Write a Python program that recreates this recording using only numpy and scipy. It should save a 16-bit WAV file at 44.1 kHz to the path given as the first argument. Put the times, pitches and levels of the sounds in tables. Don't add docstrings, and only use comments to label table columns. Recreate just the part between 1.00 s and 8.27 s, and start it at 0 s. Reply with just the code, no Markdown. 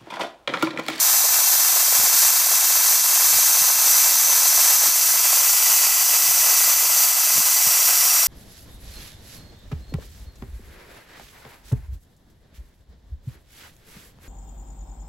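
import sys
import numpy as np
from scipy import signal
from scipy.fft import irfft, next_fast_len
from scipy.io import wavfile
from scipy.ndimage import map_coordinates

SR = 44100
rng = np.random.default_rng(int(sys.argv[2]) if len(sys.argv) > 2 else 0)


def wav_record(signal):
    frames = np.transpose(np.atleast_2d(signal))
    bounded = np.clip(frames, -1, 1)
    quanta = np.round(bounded * 32767).astype(np.int16)
    wavfile.write(sys.argv[1], SR, quanta)


N = 320607
TIME = np.arange(N) / SR

# t/s, level/dB
JET_FLOW = [(0.0, -17.5), (0.14, -17), (0.34, -18.5), (1.28, -16.9), (1.32, -18.5), (1.82, -18.0),
            (1.92, -17.5), (2.02, -18.5), (2.32, -16.5), (2.76, -18.5), (2.98, -16.5), (3.1, -18),
            (3.86, -17), (3.92, -20), (4.02, -18.5), (4.74, -17.6), (4.86, -19), (5.64, -17.0), (5.82, -19),
            (6.02, -17), (6.12, -20.5), (6.34, -18), (7.18, -17.5), (7.26, -18.5)]
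# t/s, f/Hz, level/dB compared with the flow
WHISTLE_NOTE = [(0, 5960, -8.5), (1.6, 5940, -8), (2.15, 6000, -7), (3.3, 5940, -5.5), (3.9, 5920, -7),
                (4.4, 5920, -8), (6.0, 5930, -8), (6.5, 5850, -9.5), (6.8, 5730, -8.5), (7.27, 5630, -8)]
# t/s, reach (0 = near, 1 = forward)
ARM_REACH = [(0, 0.13), (1.7, 0.21), (3.3, 0.3), (3.8, 0.27), (4.3, 0.7), (4.9, 1), (5.8, 0.8),
             (7.27, 0.75)]
# f/Hz, relative level/dB
HISS_SPECTRUM = [(400, -61.5), (1200, -15), (3000, -15.5), (3700, -10), (4400, -5), (5000, -2),
                 (6000, -1.5), (7500, 0.76), (9500, -3.5), (11300, -2.5), (12400, 0), (13200, -0.9),
                 (14300, -1.5), (15300, -7.5)]
ROAR_SPECTRUM = [(60, -33), (250, -20.5), (360, -21), (480, -18.5), (600, -17), (730, -4.5), (1050, 1.5),
                 (1600, 1.5), (2500, 1.5), (4000, -4), (8000, -44)]
SPIT_SPECTRUM = [(100, -38), (300, -24), (480, -3.5), (700, 0), (1100, 3.5), (2000, -6), (4000, -12.5),
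                 (9000, -22), (15000, -44)]
GULP_SPECTRUM = [(100, -34), (280, -27), (430, 0), (600, 5), (1000, -5), (2000, -10.5), (4000, -14),
                 (9000, -27), (15000, -32)]
PUFF_SPECTRUM = [(20, -26), (50, -11), (90, -4), (170, -3), (250, -5.5), (360, -19), (900, -45)]
RUMBLE_SPECTRUM = [(20, -30), (40, -12), (62, 4), (90, 2.5), (160, -0.5), (270, 7), (400, -10), (800, -24)]
# t/s, relative peak level/dB
BIG_BLOBS = [(0.243, -16), (0.254, -14), (0.549, -22), (0.762, -16), (0.926, -11.5), (1.075, -15),
             (1.527, -17), (1.707, -16), (2.388, -13.5), (3.296, -14.5), (3.591, -16), (3.836, -14),
             (5.53, -17), (5.827, -19), (5.846, -17)]
# t/s, delay/ms
BODY_ECHO_DELAY = [(0, 2.974), (.9, 2.97), (1.9, 3.022), (3.9, 3.052), (5.4, 3.02), (7.27, 3.044)]
# f/Hz, width/Hz, level/dB when near, level/dB when forward
GUN_BANDS = [(792, 116, 5.5, 4.5), (1047, 55, 4, 4), (1540, 66, 4, -1.5), (1804, 44, 9, -7),
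             (1890, 31, -25, 4), (2007, 38, 1.5, 9), (2350, 49, 8.5, 8), (2402, 70, -8, -4.5),
             (2545, 73, 0.5, 7), (2686, 42, 5.5, 5.5), (2930, 150, -6, 6), (3150, 61, 4.5, -0.5),
             (3470, 49, 2, 1), (3785, 86, 6, -7.5), (4230, 170, 3.5, -2.5), (4620, 31, -2, 8.5),
             (13350, 480, 4, 3), (15100, 400, 3.5, 7.5)]
# t/s, level/dB, fade time/s, pitch factor
AIR_PUFFS = [(0.997, -39.5, .014, 1), (1.042, -43, .017, 1.1), (1.144, -48, .02, 1.1), (1.27, -56, .07, .7),
             (2.358, -46, 0.048, .85), (2.62, -46, .021, 0.75), (3.879, -45, 0.038, 1.5),
             (5.29, -47, .034, 0.63), (5.396, -53, .04, .6), (5.86, -59, .28, .52),
             (6.384, -38, .029, 1.17), (6.678, -38, .017, 0.86)]


def hiss(jet_db, flutter, trim_db=1.0, flutter_db=0.48):
    return noise(HISS_SPECTRUM) * gain_of(jet_db + trim_db + flutter_db * flutter)


def whistle(jet_db, width_hz=330, jitter_hz=40, gap_hz=240, upper_db=-1.0):
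    hz, strength_db = follow(WHISTLE_NOTE)
    hz = hz + jitter_hz * wander(rate_hz=140)
    notes = np.zeros(N)
    for note_hz, note_db in ((hz, 0), (hz + gap_hz, upper_db)):
        ringing = resonate(rng.standard_normal(N), note_hz, width_hz)
        notes += gain_of(note_db) * resonate(ringing, note_hz, width_hz)
    return unit_level(notes) * gain_of(jet_db + strength_db)


def roar(jet_db, flutter, trim_db=-16.0, flutter_db=0.72, billow_db=0.26, forward_db=0.2):
    reach, = follow(ARM_REACH)
    wobble_db = flutter_db * flutter + billow_db * wander(rate_hz=9.6)
    return noise(ROAR_SPECTRUM) * gain_of(jet_db + trim_db + wobble_db + forward_db * reach)


def sputter(jet_db, flutter, per_s=330, spread_db=3.5, trim_db=-18.5, clumping=.15, forward_db=-1.5):
    reach, = follow(ARM_REACH)
    pulse = impulse(SPIT_SPECTRUM, one_sided=.2)
    chance = per_s / SR * np.exp(clumping * flutter)
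    sizes = gain_of(spread_db * np.minimum(rng.exponential(1, N), 2.5))
    hits = sizes * (rng.random(N) < chance)
    spits = signal.oaconvolve(hits, pulse, "same")
    return unit_level(spits) * gain_of(jet_db + trim_db + forward_db * reach)


def gulps(trim_db=-1.0, small_per_s=5, small_db=-19, spread_db=1.5, forward_db=-3):
    reach, = follow(ARM_REACH)
    pulse = impulse(GULP_SPECTRUM, one_sided=.2)
    small_blobs = rng.random(N) < small_per_s / SR
    hits = small_blobs * gain_of(small_db + spread_db * rng.uniform(-1, 1, N) + forward_db * reach)
    for time_s, peak_db in BIG_BLOBS:
        add(hits, time_s, gain_of([peak_db]))
    return gain_of(trim_db) * signal.oaconvolve(hits, pulse / pulse.max(), "same")


def nearby_echoes(jet):
    reach, = follow(ARM_REACH)
    body_ms, = follow(BODY_ECHO_DELAY)
    near = 0.16 * echo(jet, body_ms, dull_hz=9000)
    off_gun = 0.17 * echo(jet, delay_ms=1.52, dull_hz=5000)
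    forward = 0.17 * echo(jet, body_ms, dull_hz=3800) + off_gun
    return jet + (1 - reach) * near + reach * forward


def gun_shading(jet):
    hz, t, spectra = signal.stft(jet, SR, nperseg=1024)
    reach, = follow(ARM_REACH)
    reach = np.interp(t, TIME, reach)
    shade_db = 0
    for centre_hz, width_hz, near_db, forward_db in GUN_BANDS:
        band = np.exp(-((hz - centre_hz) / width_hz) ** 2)
        shade_db += np.outer(band, near_db + (forward_db - near_db) * reach)
    return signal.istft(spectra * gain_of(shade_db), SR, nperseg=1024)[1][:N]


def air_puffs():
    mix = np.zeros(N)
    t = np.arange(SR // 2) / SR - 1 / 4
    for time_s, db, fade_s, pitch in AIR_PUFFS:
        pulse = impulse(np.multiply(PUFF_SPECTRUM, [pitch, 1]))
        swirls = signal.oaconvolve(rng.standard_normal(len(t)), pulse, "same")
        swell = np.exp(-2 * (t / fade_s) ** 2)
        puff = unit_level(swirls * swell) * np.sqrt(np.mean(swell ** 2))
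        add(mix, time_s + t[0], gain_of(db) * puff)
    return mix


def jet_rumble(level_db=-61.0, drift_db=2.0):
    return noise(RUMBLE_SPECTRUM) * gain_of(level_db + drift_db * wander(rate_hz=6.6))


def gain_of(db):
    return 10 ** (np.asarray(db) / 20)


def unit_level(x):
    return x / np.sqrt(np.mean(x ** 2) + 1e-20)


def follow(table):
    times, *columns = np.transpose(table)
    return [np.interp(TIME, times, column) for column in columns]


def add(mix, start_s, sound):
    part = mix[max(round(start_s * SR), 0):][:len(sound)]
    part += sound[:len(part)]


def impulse(spectrum, one_sided=1, size=4096):
    points_hz, db = np.transpose(spectrum)
    hz = abs(np.fft.fftfreq(size, 1 / SR))
    curve_db = np.interp(np.log(hz + 1), np.log(points_hz + 1), db)
    log_gain = np.log(gain_of(curve_db))
    phase = -one_sided * signal.hilbert(log_gain).imag
    return np.fft.fftshift(np.fft.ifft(np.exp(log_gain + 1j * phase)).real)


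def noise(spectrum):
    return unit_level(signal.oaconvolve(rng.standard_normal(N), impulse(spectrum), "same"))


def wander(rate_hz):
    hz = np.fft.rfftfreq(2 * N, 1 / SR)[:N // 8]
    waves = rng.standard_normal((len(hz), 2)) @ [1, 1j]
    slow_waves = waves / (1 + (hz / rate_hz) ** 2)
    return unit_level(irfft(slow_waves, next_fast_len(2 * N))[:N])


def resonate(x, hz, width_hz):
    turn = np.exp(2j * np.pi * np.cumsum(hz) / SR)
    decay = np.exp(-np.pi * width_hz / SR)
    return 2 * (turn * signal.lfilter([1 - decay], [1, -decay], x / turn)).real


def echo(x, delay_ms, dull_hz):
    pole = np.exp(-2 * np.pi * dull_hz / SR)
    dulled = signal.filtfilt([1 - pole], [1, -pole], x)
    return map_coordinates(dulled, [(TIME - delay_ms / 1000) * SR], order=3)


def scene(surge_db=0.41):
    flow_db, = follow(JET_FLOW)
    jet_db = flow_db + surge_db * wander(rate_hz=9)
    flutter = wander(rate_hz=44.7)
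    air = hiss(jet_db, flutter) + whistle(jet_db) + roar(jet_db, flutter)
    water = sputter(jet_db, flutter) + gulps()
    mono = gun_shading(nearby_echoes(air + water)) + jet_rumble() + air_puffs()
    return np.array([mono, mono])


def record(dry):
    lowpass = signal.firwin(2047, cutoff=15330, window=("kaiser", 9), fs=SR)
    return signal.oaconvolve(dry, lowpass[None], "same")


dry = scene()
out = record(dry)
wav_record(out)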